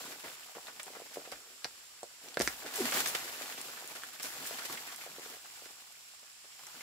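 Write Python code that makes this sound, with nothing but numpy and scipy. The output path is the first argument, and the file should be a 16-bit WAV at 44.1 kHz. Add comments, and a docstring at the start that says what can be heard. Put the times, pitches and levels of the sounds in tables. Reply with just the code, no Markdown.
"""A hand scuffs through leaf litter over a thin insect hiss, then a clump of fleshy plants is pulled up.
Soil is a flow of random grains: clods thud, crumbs tap dry leaves and grit hisses as it is torn and shaken out.
Roots pop as muffled swings underground or snap as swept pulses through two bending modes; stems creak as
stick-slip tones. Rustling crunches and stray crumbs fill in, the forest scatters a dull tail, and filtered
noise from all round makes the insects and foliage."""
import sys
import numpy as np
from scipy import signal
from scipy.fft import rfft, irfft
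from scipy.io import wavfile
from scipy.ndimage import uniform_filter1d

SR = 44100
rng = np.random.default_rng(int(sys.argv[2]) if len(sys.argv) > 2 else 0)


def dump(signal):
    """Clip the signal to [-1, 1] and save it as 16-bit WAV at the path in sys.argv[1]."""
    limited = np.clip(np.atleast_2d(signal).T, -1, 1)
    pcm = np.round(limited * 32767).astype(np.int16)
    wavfile.write(sys.argv[1], SR, pcm)


N = 300762
TIME = np.arange(N) / SR

# Levels are at the source, before panning, scattering and colouring.
# Each disturbance sets soil running; it builds (over 2 ms or more), holds and trickles out. In order:
# a hand sweeps the litter, is drawn back, gropes for a grip; soil sifts under the steady pull, the ground
# starts to lift, roots part, the root ball tears out, its soil lands; it is lifted clear, shaken,
# turned over, held up still dribbling, and tilted again.
# [t/s, level/dB, rise/s, hold/s, fade time constant/s, clods relative to crumbs level/dB]
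SOIL_POURS = [(0, -53, 0.0016, .11, 0.1, -2.5), (0.186, -57, 0.013, 0.08, 0.5, -13.5),
              (0.54, -63, 0.18, 0.64, 0.38, -3), (1.61, -69, 0.013, 0.95, .2, -9),
              (2.187, -60, 0.067, 0.024, 0.16, -0.5), (2.383, -52.5, 0.0083, 0.037, 0.36, -6.5),
              (2.69, -45, 0.089, 0.096, 0.18, -7), (2.919, -41.5, 0.015, 0.036, 0.2, -4),
              (3.149, -51.5, 0.028, 0.23, 1, -7), (4.155, -51, 0.26, 0.15, 0.74, -8.5),
              (5.13, -60, 0.1, 0.13, .02, -3), (5.396, -66.5, 0.053, 0.29, 0.29, -14),
              (6.404, -59.5, 0.33, .1, 0.4, -14)]
# roots snapping in the open: [t/s, stump level/dB, stump f/Hz, crack level/dB, crack f/Hz,
# top of the crack f/Hz, splinter tail level/dB]
ROOT_SNAPS = [(1.6444, -35, 745, -24.5, 4760, 6050, -31), (1.6528, -28.5, 800, -38, 1610, 6900, -47),
              (2.371, -21, 560, -24.5, 1560, 4540, -32), (2.4006, -20.5, 318, -26.5, 1700, 8000, -34.5),
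              (2.4093, -20, 583, -23.5, 1870, 7800, -24.5), (2.475, -31.5, 333, -18.5, 2100, 8150, -31),
              (2.9245, -40, 600, -31, 2300, 7000, -40), (3.1502, -36, 383, -31.5, 1910, 6000, -39)]
# roots giving way underground and clods landing: [t/s, level/dB, f/Hz]
MUFFLED_KNOCKS = [(.567, -38.5, 527), (.581, -36, 840), (.879, -38.5, 885), (.901, -46, 487),
                  (.966, -43, 437), (.998, -39.5, 654), (1.017, -42.5, 450), (1.157, -39.5, 714),
                  (1.169, -29.5, 530), (1.179, -40, 340), (1.193, -47, 380), (1.215, -45, 700),
                  (1.273, -40, 554), (2.029, -32, 620), (2.037, -43, 520), (3.255, -42.5, 480),
                  (3.41, -37, 605), (3.822, -40.5, 740), (4.508, -34, 635), (5.062, -38, 700),
                  (5.072, -45, 600), (5.182, -40.5, 415), (5.193, -45, 450), (5.619, -48, 430),
                  (5.634, -55, 450), (5.658, -50.5, 400)]
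# fine rootlets and dry leaf edges cracking: [t/s, level/dB, f/Hz]
FIBRE_TICKS = [(.6695, -32, 3430), (.7975, -33, 2400), (.8307, -29.5, 7340), (1.3169, -30, 4600),
               (2.0313, -32, 6380), (2.2852, -33.5, 3430), (2.3423, -32, 3500), (2.3935, -23.5, 7250),
               (2.4178, -18, 4740), (2.4202, -24, 4240), (2.4508, -37, 8000), (2.633, -37, 6000),
               (2.741, -32, 9000), (2.801, -26.5, 7500), (2.912, -24, 9000), (2.937, -26, 6170),
               (3.003, -22.5, 2700), (3.0725, -21, 6940), (3.0775, -26, 8400), (3.6134, -27, 7950),
               (3.875, -31, 8500), (4.2297, -25, 6600), (4.4645, -32, 8000), (4.7255, -31, 4580),
               (4.9205, -35, 3000), (4.9605, -31, 9050), (5.9225, -39, 7000), (6.146, -42, 7000),
               (6.6672, -33.5, 6450)]
# larger crumbs tapping on dry leaves: [t/s, level/dB, f/Hz]
LEAF_TAPS = [(2.853, -30, 1700), (2.8852, -32, 2090), (3.0024, -30, 2730), (3.1485, -22.5, 2280),
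             (3.4562, -35, 2340), (3.497, -34, 1900), (3.5231, -33.5, 1640), (3.683, -35, 1350),
             (3.7715, -36.5, 1540), (4.0329, -29.5, 1480), (4.618, -33, 1510), (4.6959, -32, 1150),
             (4.7715, -32, 2090), (4.8725, -34, 1750), (4.9205, -36, 1200), (5.0105, -35, 2240),
             (6.6665, -47, 1600), (6.807, -36, 2200)]
# handfuls of soil and litter crushed, torn or shed at once:
# [t/s, level/dB, length/s, centre f/Hz, resonance Q]
LITTER_CRUNCHES = [(0.061, -54.5, 0.06, 1700, 0.43), (0.235, -45.5, 0.056, 644, 0.4),
                   (0.548, -47, 0.026, 734, .4), (.68, -43.5, 0.017, 1230, 0.98),
                   (0.7955, -40, 0.01, 1700, 1), (0.865, -46.5, 0.018, 850, 0.8),
                   (0.948, -47.5, 0.03, 980, 0.81), (1.137, -46, 0.025, 4500, .5),
                   (1.157, -45, .006, 1500, 1.5), (1.25, -46, 0.013, 1290, 0.54),
                   (1.318, -43, 0.022, 850, 0.48), (2.4, -38, 0.02, 258, 0.74),
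                   (2.412, -37, 0.01, 1500, 0.82), (2.417, -42, 0.096, 6100, 0.33),
                   (2.623, -52.5, 0.028, 650, 1), (2.643, -46, 0.025, 516, .8),
                   (2.659, -41.5, 0.041, 1300, 0.33), (2.703, -49, 0.0095, 600, .7),
                   (2.755, -35, 0.016, 7040, 0.87), (2.854, -33, 0.007, 1510, 0.51),
                   (2.885, -37, .006, 1900, 1), (2.921, -30, 0.0079, 1700, 1.1),
                   (2.937, -35, .016, 5500, .35), (2.948, -35, 0.014, 1400, 0.76),
                   (3.003, -29, 0.0068, 2700, 0.26), (3.057, -29.5, 0.011, 1960, 0.56),
                   (3.077, -34.5, 0.023, 7500, 0.45), (3.135, -43, 0.016, 1500, 1),
                   (3.148, -31.5, 0.013, 1900, 0.93), (3.21, -48, 0.021, 1400, 1.1),
                   (3.276, -46, .025, 1500, 0.81), (3.419, -37.5, 0.012, 2500, 0.69),
                   (3.577, -42, 0.015, 1400, 0.35), (3.765, -50, 0.027, 1410, 0.52),
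                   (3.841, -50, 0.013, 600, 0.53), (3.911, -48.5, .012, 900, .5),
                   (3.951, -43, 0.03, 1570, 0.34), (4.197, -41.5, 0.017, 1500, 0.46),
                   (4.22, -40.5, 0.071, 7960, .45), (4.242, -41.5, 0.031, 1300, 0.4),
                   (4.462, -38.5, 0.024, 9200, .45), (4.585, -39, 0.018, 1300, 0.64),
                   (4.65, -37, .015, 2580, 0.38), (4.724, -39.5, 0.012, 5030, 0.4),
                   (4.381, -55.5, 0.067, 249, 1.3), (4.696, -53.5, 0.07, 233, 2.2),
                   (4.752, -52, .012, 850, 0.83), (4.775, -45, .014, 2200, 1.5),
                   (4.88, -48, 0.04, 1700, .9), (5.015, -52, .03, 2400, 2), (5.082, -64, 0.1, 231, 1.4),
                   (5.236, -53, .012, 1200, 0.45), (5.258, -48, 0.009, 850, 0.49),
                   (5.301, -50.5, .012, 800, 0.43), (5.336, -49.5, .014, 1300, 0.41),
                   (5.62, -56, .007, 1300, .6), (5.654, -50, 0.016, 1900, .5), (5.701, -57, 0.013, 650, .9),
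                   (6.224, -63.5, 0.02, 600, 0.67), (6.438, -59.5, 0.028, 930, .6),
                   (6.743, -62, 0.05, 220, 1.2)]
# two creaks: stems under the pull, then twisting as the root ball swings free: [t/s, slip f/Hz, level/dB]
STEM_CREAKS = [
    [(1.4, 425, -78), (1.425, 455, -68), (1.455, 425, -68), (1.48, 462, -70), (1.51, 430, -75),
     (1.56, 430, -79)],
    [(2.78, 480, -54), (2.793, 420, -40), (2.802, 395, -38), (2.807, 370, -27), (2.812, 340, -32),
     (2.817, 260, -37.5), (2.83, 232, -37), (2.849, 238, -37), (2.866, 235, -54)],
]
# the ground shudders under a shift of weight: [t/s, level/dB]
GROUND_SHUDDERS = [(0.249, -69), (1.31, -67), (1.652, -68), (2.402, -46), (2.8, -62), (3.14, -66),
                   (4.25, -66)]
# spectrum of the hissing grit: [f/Hz, level/dB]
GRIT_SPECTRUM = [(1500, -9.5), (3000, 1.5), (4500, 3.5), (6300, 0), (7500, 3), (8800, -3.5), (12000, -1),
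                 (15500, -4.5)]
# spectrum of a root crack and its splinters: [f/Hz, level/dB]
CRACK_SPECTRUM = [(150, -7), (500, -2.5), (1400, 7.5), (2800, 1), (4200, 2), (5300, 5.5), (6600, 2),
                  (8000, 2.5), (10000, 4.5), (15500, -8)]
# the leaf-covered ground favours some bands and swallows others: [f/Hz, level/dB]
GROUND_COLOUR = [(100, -3), (147, 2.5), (190, -2), (235, 2), (290, 0.5), (345, 2.5), (450, 1.5), (600, 3),
                 (950, -2), (1500, 0.5), (2600, -1), (3600, -2), (15500, 0.3)]
# spectrum of far insects and foliage: [f/Hz, level/dB]
FOREST_SPECTRUM = [(30, -14), (60, -6.5), (120, -11), (400, -15.5), (1100, -5.5), (2000, -4), (2600, 0),
                   (4000, -2), (5500, 2), (6400, -5.5), (7300, 5), (8500, -3.5), (11000, -7), (15500, -14)]
# the two ports differ in colour: [f/Hz, left minus right level/dB]
PORT_COLOUR = [(1000, 0), (2800, -.5), (5500, -1.5), (7500, -3.5), (9500, 2.1), (15500, -0.5)]

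# layers relative to the flow; crackle is brittle leaf fragments breaking under the soil
CLOD_DB, CRUMB_DB, CRACKLE_DB, GRIT_DB = -2, 1.5, -3, 6.5
# share of the grit's fade time; a smaller share makes a layer settle sooner
CLOD_FADE_SHARE, CRUMB_FADE_SHARE = 0.69, 0.92
DENSE_DB, SPARSEST_SHARE = -47, .16  # below this flow the particles thin out, down to this share of their rate
SPURT_DB, SPURT_HZ = 1.32, 44.8  # unevenness of the flow
LOOSE_SIZE_DB, LOOSE_PITCH_OCT = 4.8, 0.4  # spread of the loose pieces
LOOSE_LIMIT_DB = -52  # a stronger flow brings no bigger pieces
SETTLING_DB = -58.5  # bent litter keeps ticking as if at least this much soil ran
ROOT_Q, ROOT_OVERTONE = 4, 2.76  # a root is a damped bar: sharpness and ratio of its first two bending modes


def flow():
    """Amplitude of the running grit, crumbs and clods; overlapping pours add in power."""
    power = np.full((3, N), 1e-12)
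    for s, db, rise, hold, fade, clod_db in SOIL_POURS:
        built = undb(db) * np.clip((TIME - s) / max(rise, .002), 0, 1)
        spent = np.clip((TIME - s - rise - hold) / fade, 0, 20)
        grit = built * np.exp(-spent)
        crumbs = built * np.exp(-spent / CRUMB_FADE_SHARE)
        clods = built * np.exp(-spent / CLOD_FADE_SHARE) * undb(clod_db)
        power += np.array([grit, crumbs, clods]) ** 2
    return np.sqrt(power)


def spill(fine, middle, coarse):
    """Soil comes off in spurts: clods thud, crumbs tap and crack leaves, grit hisses; a weak flow thins to grains."""
    density = np.clip(middle / undb(DENSE_DB), SPARSEST_SHARE, 1)

    clods = patter(231, 714, rate=750, spread_db=3.0, q=3.2, tilt_db=2.5, count=6)
    clods = unit(band(clods, 84, 1600, order=2))

    crumbs = patter(754, 2990, rate=1900, spread_db=2.5, q=5.5, tilt_db=1.2, count=14, density=density)
    crumbs = unit(band(crumbs, 450, 3400, order=2)) * pan(-1.6)

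    fragments = grains(N, rate=420, spread_db=2.6, density=density)
    crackle = unit(band(ring(fragments, 2200, q=0.47), 860, 8000))

    grit = grains(N, rate=17000, spread_db=1.5, density=density)
    grit = unit(colour(grit, GRIT_SPECTRUM)) * pan(1.5)

    soil = coarse * clods * undb(CLOD_DB)
    soil = soil + middle * (crumbs * undb(CRUMB_DB) + crackle * undb(CRACKLE_DB))
    soil = soil + fine * grit * undb(GRIT_DB)
    return soil * undb(SPURT_DB * walk(SPURT_HZ))


def patter(lo_hz, hi_hz, rate, spread_db, q, tilt_db, count=7, density=None):
    """Particles land on many leaves and lumps, each ringing briefly at its own pitch; tilt is per octave."""
    out = 0
    for hz in np.geomspace(lo_hz, hi_hz, count):
        impacts = grains(N, rate / count, spread_db, density=density)
        out = out + undb(tilt_db * np.log2(hz / lo_hz)) * unit(ring(impacts, hz, q))
    return out


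def grains(n, rate, spread_db, lead_s=.00013, width_s=.00012, density=None):
    """Random tiny impacts of uneven size, thinned where density is under 1, each with its own lag between ports."""
    generator = np.random.default_rng(rng.integers(2 ** 31))
    chance = generator.random((max(int(rate * n / SR), 1), 6))
    when, size, sign, u, v, luck = chance.T
    size = undb(-spread_db * np.log(np.maximum(size, .01))) * np.sign(sign - .5)
    if density is not None:
        share = density[(when * n).astype(int)]
        size = size * (luck < share) / np.sqrt(share)  # fewer but larger grains hold the power
    lag = (lead_s + width_s * np.sqrt(6) * (u - v)) * SR
    ports = [np.bincount((when * n + side * lag).astype(int) % n, size, n) for side in (-.5, .5)]
    return unit(np.array(ports))


def loose(running, rate, over_db, hz):
    """Random pieces per second, bigger while more soil runs: rows of t/s, level/dB, f/Hz."""
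    count = int(rate * N / SR)
    timing, build = (np.random.default_rng(seed) for seed in rng.integers(2 ** 31, size=2))
    at = (timing.random(count) * N).astype(int)
    size, pitch = np.clip(build.standard_normal((count, 2)), -2, 2).T
    flow_db = np.minimum(20 * np.log10(running[at]), LOOSE_LIMIT_DB)
    db = flow_db + over_db + LOOSE_SIZE_DB * size
    return list(zip(at / SR, db, hz * 2 ** (LOOSE_PITCH_OCT * pitch)))


def snaps(lag_s=0.001553, lag_hz=3500, splinter_s=0.0042, stump_cycles=0.98):
    """A root parts with one sharp pulse; its stump jolts the soil and splinters follow."""
    out, t = np.zeros((2, N)), TIME[:SR // 6]
    # bending waves run faster in the treble, so the pulse leaves the root as a very quick downward sweep
    hz = np.fft.rfftfreq(len(t), 1 / SR)
    sweep = irfft(np.exp(-2j * np.pi * lag_s * lag_hz * np.log1p(hz / lag_hz)), len(t))
    pulse = colour(sweep[None] * np.exp(-t / splinter_s), CRACK_SPECTRUM)
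    for s, stump_db, stump_hz, crack_db, crack_hz, top_hz, tail_db in ROOT_SNAPS:
        stump = np.sin(2 * np.pi * stump_hz * t) * np.exp(-stump_hz * t / stump_cycles)
        stump = band(stump, 180, 5700, order=2)
        crack = unit_energy(root(pulse, crack_hz, top_hz))
        splinters = grains(len(t), rate=1700, spread_db=2.0, lead_s=.00001, width_s=.00008)
        splinters = root(colour(splinters, CRACK_SPECTRUM), crack_hz, top_hz)
        splinters = unit(splinters) * np.exp(-t / splinter_s)
        add(out, s, undb(crack_db) * crack)
        add(out, s + .0005, undb(stump_db) * stump + undb(tail_db) * splinters)
    return out


def root(x, hz, top_hz):
    """A broken root rings in two bending modes and passes little above its top."""
    x = x + undb(3.0) * ring(x, hz, ROOT_Q) + undb(-5.0) * ring(x, ROOT_OVERTONE * hz, ROOT_Q)
    return band(x, 105, top_hz, order=4) + undb(-18) * x


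def knocks(rows, t60_s=0.0078):
    """Soil muffles each pop to a few quickly damped swings; a few crumbs settle after it."""
    out, t = np.zeros((2, N)), TIME[:SR // 10]
    for s, db, hz in rows:
        envelope = (1 - np.exp(-t / 0.00017)) * undb(-60 * t / t60_s)
        swing = band(np.sin(2 * np.pi * hz * t) * envelope, 310, 3000, order=2)
        settling = ring(grains(len(t), rate=2700, spread_db=-11.0), 1.17 * hz, q=2.3)
        settling = unit(settling) * np.exp(-t / 0.0093)
        knock = swing / np.abs(swing).max() + undb(-16.0) * settling
        add(out, s + 0.00192, undb(db) * knock)
    return out


def ticks(rows):
    """A thin dry fibre breaks in a noise burst about a millisecond long."""
    out, t = np.zeros((2, N)), TIME[:SR // 50]
    for s, db, hz in rows:
        burst = diffuse(len(t), 4800) * (t / .0003) * np.exp(-t / 0.00046)
        tick = band(ring(burst, hz, q=1.5), 900, 18000)
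        add(out, s + .0006, undb(db - 5.5) * unit_energy(tick))
    return out


def taps(rows, click_db=-13, shatter_db=-8, shatter_s=0.0074):
    """A crumb clicks on a dry leaf, which rings for a few cycles, and falls apart into skittering grains."""
    out, t = np.zeros((2, N)), TIME[:SR // 25]
    for s, db, hz in rows:
        contact = diffuse(len(t), 3300) * np.exp(-t / 0.0011)
        shatter = grains(len(t), rate=1600, spread_db=5.5) * np.exp(-t / shatter_s)
        contact = contact + undb(shatter_db) * shatter
        leaf = ring(contact, hz, q=5.1) + undb(click_db) * band(contact, 500, 5600)
        add(out, s + 0.001976, undb(db - 2.0) * unit_energy(leaf))
    return out


def crunches():
    """A short avalanche of grains builds quickly and dies away, ringing the leaves and lumps that it meets."""
    out, t = np.zeros((2, N)), TIME[:SR // 4]
    for s, db, length, hz, q in LITTER_CRUNCHES:
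        age = t / (max(length, .004) / 2)
        swell = np.sqrt(2 * age) * np.exp(.5 - age)  # peaks at 1
        crush = ring(grains(len(t), rate=3200, spread_db=1.5), hz, q)
        crush = band(crush, 110, 22000, order=2)
        add(out, s, undb(db) * swell * unit(crush))
    return out


def creaks(rough_db=-18, waver_db=2.5):
    """The fleshy stems stick and slip at a gliding rate with uneven grip; fibres rasp at every slip."""
    out = 0
    for rows, jitter in zip(STEM_CREAKS, (.09, .03)):  # jitter as a share of the slip rate
        s, hz, db = np.transpose(rows)
        slip_hz = np.interp(TIME, s, hz) * (1 + jitter * walk(200))
        phase = 2 * np.pi * np.cumsum(slip_hz) / SR
        tone = np.sin(phase) + undb(-16.0) * np.sin(2 * phase) + undb(-25) * np.sin(3 * phase)
        rasp = rng.standard_normal(N) * (1 + np.sin(phase))
        rasp = unit(band(rasp, 320, 650, order=3))
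        level = undb(np.interp(TIME, s, db) + waver_db * walk(70))
        sounding = (TIME > s[0]) * (TIME < s[-1])
        out = out + (tone + undb(rough_db) * rasp) * level * sounding
    return out


def strays():
    """Lone crumbs keep dropping into the litter all through, ringing as they land."""
    crumbs = patter(900, 2800, rate=260, spread_db=1.5, q=5, tilt_db=1.5, count=9)
    return undb(-70.0) * unit(crumbs)


def shudders(hz=58, decay_s=0.061):
    """The soft ground bounces for a few cycles, with a rough rumble."""
    out, t = np.zeros((2, N)), TIME[:SR // 2]
    for s, db in GROUND_SHUDDERS:
        rough = unit(band(diffuse(len(t), 120), 35, 130, order=2))
        rumble = np.sin(2 * np.pi * hz * t) + undb(-5) * rough
        envelope = (1 - np.exp(-t / 0.0054)) * np.exp(-t / decay_s)
        add(out, s, undb(db - 1.0) * rumble * envelope)
    return out


def scatter(x, db, t60):
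    """Leaves and trunks return a weak, dull tail."""
    t = TIME[:SR // 2]
    echo = band(diffuse(len(t), 690), 130, 15300) * undb(-60 * t / t60) * (t > .003)
    return undb(db) * signal.fftconvolve(x, unit(echo) / np.sqrt(len(t)), axes=1)[:, :N]


def forest(level_db=-54.5):
    """Far insects and foliage merge into an almost even, thin hiss."""
    hiss = unit(colour(diffuse(N, 150), FOREST_SPECTRUM))
    return hiss * undb(level_db + 0.5 * walk(6.5))


def diffuse(n, alike_hz):
    """Noise from all round: the same at both ports in the bass, unrelated in the treble."""
    mid, side = rng.standard_normal((2, n))
    side = signal.sosfilt(signal.butter(1, alike_hz, "high", fs=SR, output="sos"), side)
    return np.array([mid + side, mid - side]) / np.sqrt(2)


def walk(rate):
    """Random levels drawn rate times a second and joined by ramps; spread near 1."""
    k = int(SR / rate)
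    steps = np.repeat(rng.standard_normal(N // k + 1), k)
    return 1.2 * uniform_filter1d(steps, k)[:N]


def undb(db):
    """Decibels to gain."""
    return 10 ** (np.asarray(db) / 20)


def unit(x):
    """Scale to rms 1."""
    return x / np.sqrt(np.mean(x ** 2) + 1e-20)


def unit_energy(x):
    """Scale a burst so that it has rms 1 when spread over a millisecond."""
    return x / np.sqrt(np.mean(np.sum(x ** 2, axis=-1)) / (SR / 1000))


def pan(left_db):
    """Gains of the two ports for a left-minus-right level."""
    return undb(np.array([[left_db], [-left_db]]) / 2)


def band(x, lo_hz, hi_hz, order=1):
    """Band-pass."""
    edges = [lo_hz, min(hi_hz, .47 * SR)]
    return signal.sosfilt(signal.butter(order, edges, "band", fs=SR, output="sos"), x + 1e-18)


def ring(x, hz, q):
    """One resonance."""
    b, a = signal.iirpeak(min(hz, .4 * SR), max(q, 3 * hz / SR), fs=SR)
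    return signal.lfilter(b, a, x + 1e-18)


def response(points, size=2048):
    """Causal (minimum-phase) impulse response of a spectrum given as f/Hz, level/dB."""
    hz, db = np.transpose(points)
    bins = np.fft.rfftfreq(size, 1 / SR) + 1
    log_gain = np.log(undb(np.interp(np.log(bins), np.log(hz), db)))
    cepstrum = irfft(log_gain)
    cepstrum[1:size // 2] *= 2  # fold the cepstrum to positive time
    cepstrum[size // 2 + 1:] = 0
    return irfft(np.exp(rfft(cepstrum)))


def colour(x, points):
    """Give every channel a spectrum."""
    return signal.fftconvolve(x, response(points)[None])[:, :x.shape[1]]


def add(out, s, sound):
    """Mix a sound in at a time."""
    i = max(int(s * SR), 0)
    out[:, i:i + sound.shape[-1]] += sound[..., :max(N - i, 0)]


def scene():
    """Roots and pieces break a little to the right, amid running soil, with the forest all round."""
    fine, middle, coarse = flow()
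    pieces = knocks(MUFFLED_KNOCKS + loose(coarse, rate=5.1, over_db=4, hz=580))
    pieces = pieces + taps(LEAF_TAPS + loose(middle, rate=24, over_db=5.5, hz=1820))
    settling = np.maximum(fine, undb(SETTLING_DB))
    pieces = pieces + ticks(FIBRE_TICKS + loose(settling, rate=30, over_db=7, hz=6000))
    plant = (pieces + snaps()) * pan(-0.71)

    near = spill(fine, middle, coarse) + strays() + crunches() + creaks()
    near = near + plant + scatter(plant, db=-10.0, t60=0.033)
    near = colour(near + scatter(near, db=-10.0, t60=0.12), GROUND_COLOUR)
    return near + shudders() * pan(-2.2) + forest() * pan(-0.58)


def record(dry):
    """Each port has its own colour; the recorder thins the deepest bass and cuts the top."""
    ports = []
    for port, side in zip(dry, (.5, -.5)):
        tint = [(hz, side * db) for hz, db in PORT_COLOUR]
        ports.append(colour(port[None], tint))
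    dry = np.vstack(ports)
    dry = signal.sosfilt(signal.butter(2, 42, "high", fs=SR, output="sos"), dry)
    return signal.sosfilt(signal.ellip(10, .2, 70, 15650, fs=SR, output="sos"), dry)


dry = scene()
out = record(dry)
dump(out)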